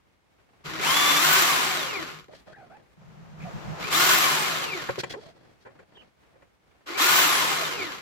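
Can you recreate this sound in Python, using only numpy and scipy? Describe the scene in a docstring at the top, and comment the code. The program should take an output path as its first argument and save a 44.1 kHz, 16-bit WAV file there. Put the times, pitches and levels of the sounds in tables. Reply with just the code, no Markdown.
"""In a small, dry workshop, a mains drill in a bench stand bores three holes in wood strips.
Each time it runs up, sags while the bit crunches through the wood, and coasts down. Tooth impacts make
its gears rattle, its fan rushes, and gears, fan blades and commutator whine at multiples of the rotor speed.
In between, strips slide, squeak and knock on the bench, and the carriage judders down its column."""
import sys
import numpy as np
from scipy import signal
from scipy.fft import rfft, irfft, next_fast_len
from scipy.io import wavfile
from scipy.ndimage import uniform_filter1d

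SR = 44100
rng = np.random.default_rng(int(sys.argv[2]) if len(sys.argv) > 2 else 0)


def log_audio(samples):
    """Write samples as a 16-bit WAV file to the path given in sys.argv[1]."""
    # one column per channel
    frames = np.atleast_2d(samples).T
    # limit to full scale, then quantise
    limited = np.clip(frames, -1, 1)
    pcm = np.round(limited * 32767).astype(np.int16)
    wavfile.write(sys.argv[1], SR, pcm)


N = 353241


def from_db(db):
    """Amplitude ratio of a level: a factor of ten per 20 dB."""
    return 10 ** (np.asarray(db) / 20)


def rms_one(x):
    """Normalisation to unit mean power."""
    return x / np.sqrt(np.mean(x ** 2) + 1e-20)


def ramp(x, span):
    """Linear rise from 0 to 1 over a span, then saturation."""
    return np.clip(x / span, 0, 1)


def colour(x, spectrum, share=1):
    """Spectral shaping by a gain curve interpolated on a log-frequency axis."""
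    size = next_fast_len(N + SR // 10)
    hz = np.arange(size // 2 + 1) * SR / size
    curve_hz, curve_db = np.transpose(spectrum)
    gain_db = np.interp(np.log(hz + 1), np.log(curve_hz), curve_db)
    return irfft(rfft(x, size) * from_db(share * gain_db), size)[..., :N]


def noise(spectrum):
    """Diffuse field: coloured noise of unit rms, uncorrelated between the channels."""
    return rms_one(colour(rng.standard_normal((2, N)), spectrum))


def drift(hz):
    """Random fluctuation: low-passed noise of unit rms."""
    step, run_in = 40, 2000
    r = np.exp(-2 * np.pi * hz * step / SR)
    slow = signal.lfilter([1], [1, -2 * r, r * r], rng.standard_normal(N // step + run_in + 2))[run_in:]
    return np.interp(np.arange(N) / step, np.arange(len(slow)), rms_one(slow))


def ring(x, hz, t60):
    """Damped oscillator: a unit impulse excites a decaying sine of amplitude 1."""
    r, w = from_db(-60 / (t60 * SR)), 2 * np.pi * hz / SR
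    return signal.lfilter([0, np.sin(w)], [1, -2 * r * np.cos(w), r * r], x + 1e-18)


def resonate(x, peaks):
    """Resonances and antiresonances in series."""
    for hz, q, db in peaks:
        w, a = 2 * np.pi * hz / SR, from_db(db / 2)
        k, middle = np.sin(w) / (2 * q), -2 * np.cos(w)
        x = signal.lfilter([1 + k * a, middle, 1 - k * a], [1 + k / a, middle, 1 - k / a], x)
    return x


def scatter(x, t60):
    """Reverberation: convolution with a decaying noise tail of unit energy in each channel."""
    t = np.arange(int(t60 * SR) + 2) / SR
    tail = rng.standard_normal((2, len(t))) * from_db(-60 * t / t60)
    tail /= np.sqrt(np.sum(tail ** 2, axis=1, keepdims=True))
    return signal.fftconvolve(np.atleast_2d(x), tail, axes=1)[:, :N]


def bursts(strikes, t60):
    """Impact noise: the energy of each strike decays exponentially."""
    r = from_db(-120 / (t60 * SR))
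    power = signal.lfilter([1], [1, -r], strikes ** 2 + 1e-18) * (1 - r)
    return np.sqrt(power) * rng.standard_normal((2, N))


# spectrum of the quiet workshop: f/Hz, relative level/dB
ROOM_SPECTRUM = [(29, -32.5), (50, 4.5), (884, -7), (2010, -11.5), (2160, -9), (2320, -12.5), (16000, -34)]

def room_noise(db):
    """Ambient noise: a diffuse field whose level wavers slightly."""
    return from_db(db + 1.7 * drift(8)) * noise(ROOM_SPECTRUM)


def handling(per_s, db):
    """Poisson process: fingers and loose chips give faint, dull touches at random times."""
    touches = (rng.random(N) < per_s / SR) * from_db(2 * np.clip(rng.standard_normal(N), -1, 1))
    dull = [(100, -14), (400, 4.5), (1800, -2), (4000, -15), (12000, -38)]   # f/Hz, gain/dB
    return from_db(db) * rms_one(colour(bursts(touches, t60=0.15), dull))


# dry rubbing: t/s, duration/s, start f/Hz, end f/Hz, relative level/dB, step per overtone/dB
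SQUEAK_GLIDES = [(2.276, 0.085, 626, 607, -55, -22), (2.467, 0.068, 623, 680, -54, -11),
                 (2.522, 0.061, 1900, 1700, -47.5, -29), (2.554, 0.11, 810, 683, -50.5, -8),
                 (2.691, 0.093, 657, 833, -49.5, -8), (3.395, .06, 2200, 2360, -49, -33),
                 (3.445, 0.053, 755, 610, -40, -23), (3.717, 0.12, 954, 883, -47, -21),
                 (5.145, 0.058, 442, 431, -40.5, -11), (5.205, 0.122, 587, 672, -53, -19),
                 (5.941, 0.1, 3270, 2620, -55, -29)]

def squeaks(roughness):
    """Stick-slip oscillation: friction sustains short, wavering tones of three harmonics."""
    out, waver = np.zeros(N), drift(120)
    for s, length, start_hz, end_hz, db, overtone_db in SQUEAK_GLIDES:
        at = int(s * SR) + np.arange(int(length * SR))
        hz = np.linspace(start_hz, end_hz, len(at)) * (1 + roughness * waver[at])
        phase = 2 * np.pi * np.cumsum(hz) / SR
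        tone = sum(from_db(overtone_db * k) * np.sin((k + 1) * phase) for k in range(3))
        out[at] += from_db(db) * signal.windows.tukey(len(at)) * tone
    return from_db(1.0) * scatter(out, t60=.006)


# modes of strip and bench top: f/Hz, relative level/dB, T60/s
WOOD_MODES = [(130, -17, 0.11), (366, -8.5, 0.062), (556, -0.5, 0.041), (717, -11.5, 0.035),
              (1085, -3, 0.019), (1315, -2.5, 0.0085), (2000, 7, 0.0046), (2340, -4, 0.038),
              (3440, -10, 0.011), (6970, 0, 0.027)]
# wood landing on wood: t/s, level/dB, upper f/Hz of the force, contact time/s
WOOD_IMPACTS = [(2.283, -48, 802, 0.007), (2.333, -47, 1490, 0.0044), (2.468, -51.5, 1800, 0.0093),
                (2.767, -55, 3000, 0.0039), (4.818, -40, 1494, 0.0086), (4.888, -23.5, 1420, 0.0076),
                (4.977, -29, 450, 0.006), (5.033, -29, 2780, 0.0083), (5.135, -34, 1660, 0.01),
                (5.16, -56, 516, 0.026), (5.649, -43.5, 1470, 0.023), (5.789, -50, 1800, .01),
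                (5.969, -52.5, 2000, 0.0066), (6.353, -56, 1200, 0.008), (6.42, -55, 2000, 0.0076)]

def knocks(crack_db):
    """Modal excitation: a strip lands in a chatter of contacts; a harder landing reaches higher modes."""
    out, t = np.zeros((2, N)), np.arange(SR // 4) / SR
    for s, db, upper_hz, contact_s in WOOD_IMPACTS:
        chatter = rng.standard_normal((2, len(t))) * np.sqrt(t) * np.exp(-(t / contact_s) ** 2 / 2)
        force = signal.sosfilt(signal.butter(2, [120, upper_hz], "band", fs=SR, output="sos"), chatter)
        modes = sum((-1) ** k * from_db(mode_db) * ring(force, hz, t60)
                    for k, (hz, mode_db, t60) in enumerate(WOOD_MODES))
        knock = from_db(crack_db) * force + modes
        peak_rms = np.sqrt(uniform_filter1d(np.mean(knock ** 2, axis=0), SR // 100).max())
        out[:, int(s * SR):int(s * SR) + len(t)] += from_db(db) * knock / peak_rms
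    return out


# strips pushed over the bench: t/s, duration/s, relative body level/dB, relative scrape level/dB
PUSHES = [(2.275, 0.11, -59.5, -68), (2.32, 0.099, -69, -60.5), (2.452, 0.098, -54, -63.5),
          (2.479, 0.43, -60.5, -75.5), (4.983, 0.037, -43, -34.5), (5.042, 0.056, -50, -57),
          (5.09, 0.057, -50.5, -44.5), (5.113, 0.23, -57, -60.5), (5.273, 0.34, -63.5, -73.5),
          (5.597, 0.054, -69, -67.5), (5.65, 0.23, -61, -76), (5.862, 0.26, -63, -73.5),
          (6.235, 0.27, -68, -94)]
# spectra of the low body and the bright scrape: f/Hz, relative level/dB
BODY_SPECTRUM = [(71, -19), (120, -2.5), (261, -7.5), (668, -8.5), (950, -16.5), (1810, -19), (2810, -27.5),
                 (4000, -52), (5200, -56), (8800, -120)]
SCRAPE_SPECTRUM = [(880, -33.5), (1500, -5.5), (2910, -9.5), (3310, -5), (3620, -9), (4200, -4),
                   (16000, -36.5)]
# resonances of a scraped strip: f/Hz, Q, gain/dB
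STRIP_RESONANCES = [(1900, 12, 3), (3340, 36, 7), (4140, 36, -3)]

def slides():
    """Sliding friction: wood grain catches unevenly and modulates the noise of a pushed strip."""
    body, scrape = np.zeros((2, N))
    for s, length, body_db, scrape_db in PUSHES:
        at = int(s * SR) + np.arange(int(length * SR))
        push = signal.windows.tukey(len(at), .6)
        body[at] += from_db(body_db + 4.0) * push
        scrape[at] += from_db(scrape_db + 1.5) * push
    grain = from_db(2.3 * drift(56))
    return grain * (body * noise(BODY_SPECTRUM)
                    + scrape * resonate(noise(SCRAPE_SPECTRUM), STRIP_RESONANCES))


# rubbing as the carriage is fed down, harder and harder: t/s, relative level/dB
FEED_CURVE = [(2.97, -65.5), (3.02, -60.5), (3.37, -56), (3.43, -47), (3.76, -43), (3.82, -38.5)]
# it sticks and lurches: t/s, duration/s, relative level/dB
FEED_LURCHES = [(3.37, 0.14, -43), (3.505, 0.099, -40), (3.618, 0.16, -40.5)]
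# spectra of the shaking stand and the rubbed column: f/Hz, relative level/dB
STAND_SPECTRUM = [(18, -55), (30, -19.5), (58, -15), (107, -12.5), (155, -2.5), (220, -9), (290, -36),
                  (480, -120)]
COLUMN_SPECTRUM = [(180, -41.5), (300, -5.5), (645, -3), (1300, -7.5), (4300, -22), (6960, -25.5),
                   (9200, -39), (12500, -36.5), (16000, -45.5)]

def carriage(motor_shake, tremble_db):
    """Forced vibration: the carriage rubs down the column; its judder and the motor drive the stand."""
    feed_s, feed_db = np.transpose(FEED_CURVE)
    rub = from_db(np.interp(np.arange(N) / SR, feed_s, feed_db, left=-120, right=-120))
    judder = from_db(tremble_db) * ramp(rub, from_db(-56.5))
    for s, length, db in FEED_LURCHES:
        at = int(s * SR) + np.arange(int(length * SR))
        judder[at] += from_db(db) * np.hanning(len(at))
    stand = rms_one(resonate(noise(STAND_SPECTRUM), [(155.9, 12.0, 8)]))
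    return (from_db(4.5) * judder + motor_shake) * stand + from_db(2.0) * rub * noise(COLUMN_SPECTRUM)


TOP_SPEED_HZ, CREEP_HZ = 383, 106   # rotor at full and at half trigger
CLATTER_KNEE_HZ = 58.7   # below this speed the clatter falls away
START_S, UNLOAD_S, RECOVER_S = 0.022, 0.02, 0.055
DRAG_SHARE, DRAG_S, FRICTION_POWER = 0.141, 0.065, 1.362
# trigger: half pressed t/s, pressed home t/s, run-up time/s, released t/s, coasting time/s
TRIGGER_RUNS = [(0.635, 0.8, 0.051, 1.398, 0.952), (3.788, 3.902, 0.034, 4.14, 1.008),
                (6.856, 6.972, 0.026, 7.213, 1.016)]
# one hole a run: bearing down t/s, breakthrough t/s, share of speed lost, hardness 0-1, shake level/dB
BORED_HOLES = [(0.64, 1.189, 0.24, 0.8, -43.5), (3.797, 4.066, 0.043, 0.95, -41),
               (7.08, 7.089, 0.054, 0.8, -45)]

def motor():
    """Speed under load: the rotor creeps, runs up, sags in the cut, recovers and coasts to rest."""
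    t = np.arange(N) / SR
    speed, load, shake = np.zeros((3, N))
    creep = CREEP_HZ * (1 + 0.04 * drift(12))   # the motor hunts at half trigger
    for trigger, hole in zip(TRIGGER_RUNS, BORED_HOLES):
        on, home, run_up, off, coast = trigger
        bears, through, sag, hardness, shake_db = hole
        powered, coasting = np.minimum(t, off), np.maximum(t - off, 0)
        start = 1 - np.exp(-np.maximum(t - on, 0) / START_S)
        free = TOP_SPEED_HZ + (creep - TOP_SPEED_HZ) * np.exp(-np.maximum(powered - home, 0) / run_up)
        cut = 1 - sag * np.exp(-np.maximum(powered - through, 0) / RECOVER_S)
        # fan drag takes a share of the speed quickly, friction the rest along a power curve
        remaining = 1 - ramp(coasting, coast)
        drag = DRAG_SHARE * np.exp(-coasting / DRAG_S) * (remaining > 0)
        friction = (1 - DRAG_SHARE) * remaining ** FRICTION_POWER
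        run = start * free * cut * (friction + drag)
        speed += run
        biting = ramp(t - home, 1.4 * run_up) * (1 - ramp(t - through, UNLOAD_S))
        load += hardness * ramp(1 - run / TOP_SPEED_HZ, 0.25) * biting   # full load at 25 % lag
        settling = from_db(shake_db - 14 * coasting)   # 14 dB/s after release
        shake += settling * ramp(t - bears, START_S) * ramp(run, CLATTER_KNEE_HZ / 2)
    return speed, np.clip(load, 0, 1), shake


def drill_gain(speed):
    """Incoherent sources add in power: gear clatter dominates at low speed, fan rush at high speed."""
    speed = speed + 1e-3
    rush = from_db(-21 + 38 * np.log10(speed / TOP_SPEED_HZ))
    clatter = from_db(-34) / np.sqrt(1 + (CLATTER_KNEE_HZ / speed) ** 4)
    return np.hypot(rush, clatter)


def chips(load, per_s, uneven_db):
    """Fracture noise: fibres snap under the cutting edges at a rate proportional to the load."""
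    snaps = rng.random(N) < per_s * load / SR
    sizes = rms_one(from_db(uneven_db * np.minimum(rng.exponential(1, N), 4)))
    return bursts(snaps * sizes * np.sqrt(SR / per_s), t60=0.0033)


def gear_rattle(speed, turns, uneven_db, ring_db, teeth=4):
    """Backlash: the pinion's teeth strike either flank; each impact cracks and rings the gearbox."""
    meets = np.diff(np.floor(teeth * turns), prepend=0) > 0
    force = rms_one(from_db(uneven_db * np.clip(rng.standard_normal(N), -2, 2)))
    flank = np.where(rng.random(N) < .36, -1, 1)
    strikes = meets * force * flank * np.sqrt(SR / (teeth * speed + 20))
    return bursts(strikes, t60=0.0059) + from_db(ring_db) * scatter(strikes, t60=.05)


CUTOFF_HZ = 15800
# partials: order (rounded in use), relative level/dB when slow, when fast, when cutting
# 1 is rotor imbalance, 4 to 20 the pinion mesh, 39 the fan blades, multiples of 24 the commutator bars
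ROTOR_ORDERS = [ (1, -29.5, -32, -23.5), (4, -18.5, -16, -15.5), (8, -22.5, -27, -29),
                (20, -30.5, -33.5, -20.5), (12, -27, -27, -5), (24, -14, -33, -24), (39, -26, -18, -20),
                (48, -22.5, -37.5, -23.5), (72.14, -30.5, -39.5, -44.5)]
# resonances of the housing: f/Hz, bandwidth/Hz, gain/dB
HOUSING_RESONANCES = [(357, 130, 9), (1090, 260, 5), (1524, 130, 4), (2290, 340, 10.5), (3690, 400, 5),
                      (15100, 460, 6.5)]

def whine(speed, turns, fast, load, flutter_db, twist_rad, meshing_s):
    """Rotational harmonics: each order swells as it sweeps through a resonance of the housing."""
    out = np.zeros((2, N))
    angle = 2 * np.pi * turns + twist_rad * drift(45)   # shaft torsion blurs the high orders
    # after a start the gears rattle in their play before they settle into a tone
    r = np.exp(-1 / (meshing_s * SR))
    meshed = signal.lfilter([1 - r], [1, -r], speed > 0)
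    strength = ramp(speed, 90) ** 2 * meshed   # near standstill the tones die before the rattle
    loose_db = flutter_db * (1 - 0.25 * load)   # the cut steadies the rotor in its play
    for multiple, slow_db, fast_db, cutting_db in ROTOR_ORDERS:
        order = np.round(multiple)
        hz = order * speed
        free_db = slow_db + fast * (fast_db - slow_db)
        swell_db = sum(db / (1 + (2 * (hz - centre) / width) ** 2)
                       for centre, width, db in HOUSING_RESONANCES)
        gain = strength * from_db(free_db + load * (cutting_db - free_db) + swell_db) * (hz < CUTOFF_HZ)
        for channel in out:
            channel += gain * from_db(loose_db * drift(55)) * np.sin(order * angle + drift(13))
    return out


# resonances and notches of the casing: f/Hz, Q, gain/dB
CASING_RESONANCES = [(283, 7.3, 5.5), (372, 13, 3.5), (1200, 2.7, 2.5), (1440, 23, 4.5), (4400, 7.8, -1.5),
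                     (7380, 5.4, 5.5), (9200, 2.8, -11.5)]
# colour of the machine at high and at low speed: f/Hz, gain/dB
FAST_SPECTRUM = [(120, -39), (200, -17.5), (380, -13), (635, -9.5), (1120, -1), (1450, -6), (1590, -2.5),
                 (3370, -5.5), (7410, -11), (9230, -8), (14300, -17), (16000, -26.5)]
SLOW_SPECTRUM = [(120, -41), (200, -13.5), (373, -2.5), (538, -4.5), (635, -8.5), (1210, -2), (1620, -4),
                 (2330, -4.5), (7410, -18), (8740, -20.5), (12400, -20), (16000, -43)]

def drill(speed, load):
    """Source and filter: fan, gears and chips excite the casing under the whine; speed sets the colour."""
    turns = np.cumsum(speed * (1 + .0008 * drift(20))) / SR
    fast = ramp(speed / TOP_SPEED_HZ - .3, .5)
    fan = from_db(-1.5 + 1.9 * fast) * rng.standard_normal((2, N))
    rattle = from_db(-7) * gear_rattle(speed, turns, uneven_db=5.0, ring_db=4.5)
    crunch = from_db(-14) * chips(load, per_s=350, uneven_db=6.0)
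    drive = (fan + rattle + crunch) * (speed > 0)
    chuck_turns = turns / 8.2   # the chuck presses the gears once a turn
    drive *= from_db(0.42 * np.sin(2 * np.pi * chuck_turns) + 0.11 * drift(30))
    highpass = signal.butter(2, 190, "high", fs=SR, output="sos")
    casing = signal.sosfilt(highpass, resonate(drive, CASING_RESONANCES))
    fast_body = from_db(-.5) * rms_one(colour(casing, FAST_SPECTRUM))
    gear_ring = [(4510, 3.6, 3.9)]   # slow teeth ring the gears
    slow_body = from_db(-2.5) * rms_one(resonate(colour(casing, SLOW_SPECTRUM), gear_ring))
    body = np.sqrt(fast) * fast_body + np.sqrt(1 - fast) * slow_body
    tones = from_db(6.5) * whine(speed, turns, fast, load, flutter_db=4.0, twist_rad=0.042, meshing_s=0.08)
    return drill_gain(speed) * (body + tones)


# left channel minus right: f/Hz, level difference/dB
STEREO_BALANCE = [(150, 1.5), (500, 0), (1300, 1.5), (3000, 1), (5500, 0.5), (9000, -1), (13000, 6.5)]

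def scene():
    """Superposition: close sources, their weak reverberation and the ambient noise add."""
    speed, load, shake = motor()
    direct = drill(speed, load) + carriage(shake, tremble_db=-51.5)
    direct += slides() + knocks(crack_db=26.0) + squeaks(roughness=0.08) + handling(per_s=9, db=-72)
    in_room = direct + from_db(-16) * scatter(direct, t60=.2)
    return colour(in_room, STEREO_BALANCE, share=np.array([[.5], [-.5]])) + room_noise(db=-64)


def record(dry):
    """Band limiting: a steep elliptic low-pass removes the highest treble."""
    return signal.sosfilt(signal.ellip(12, .1, 90, CUTOFF_HZ, fs=SR, output="sos"), dry)


dry = scene()
out = record(dry)
log_audio(out)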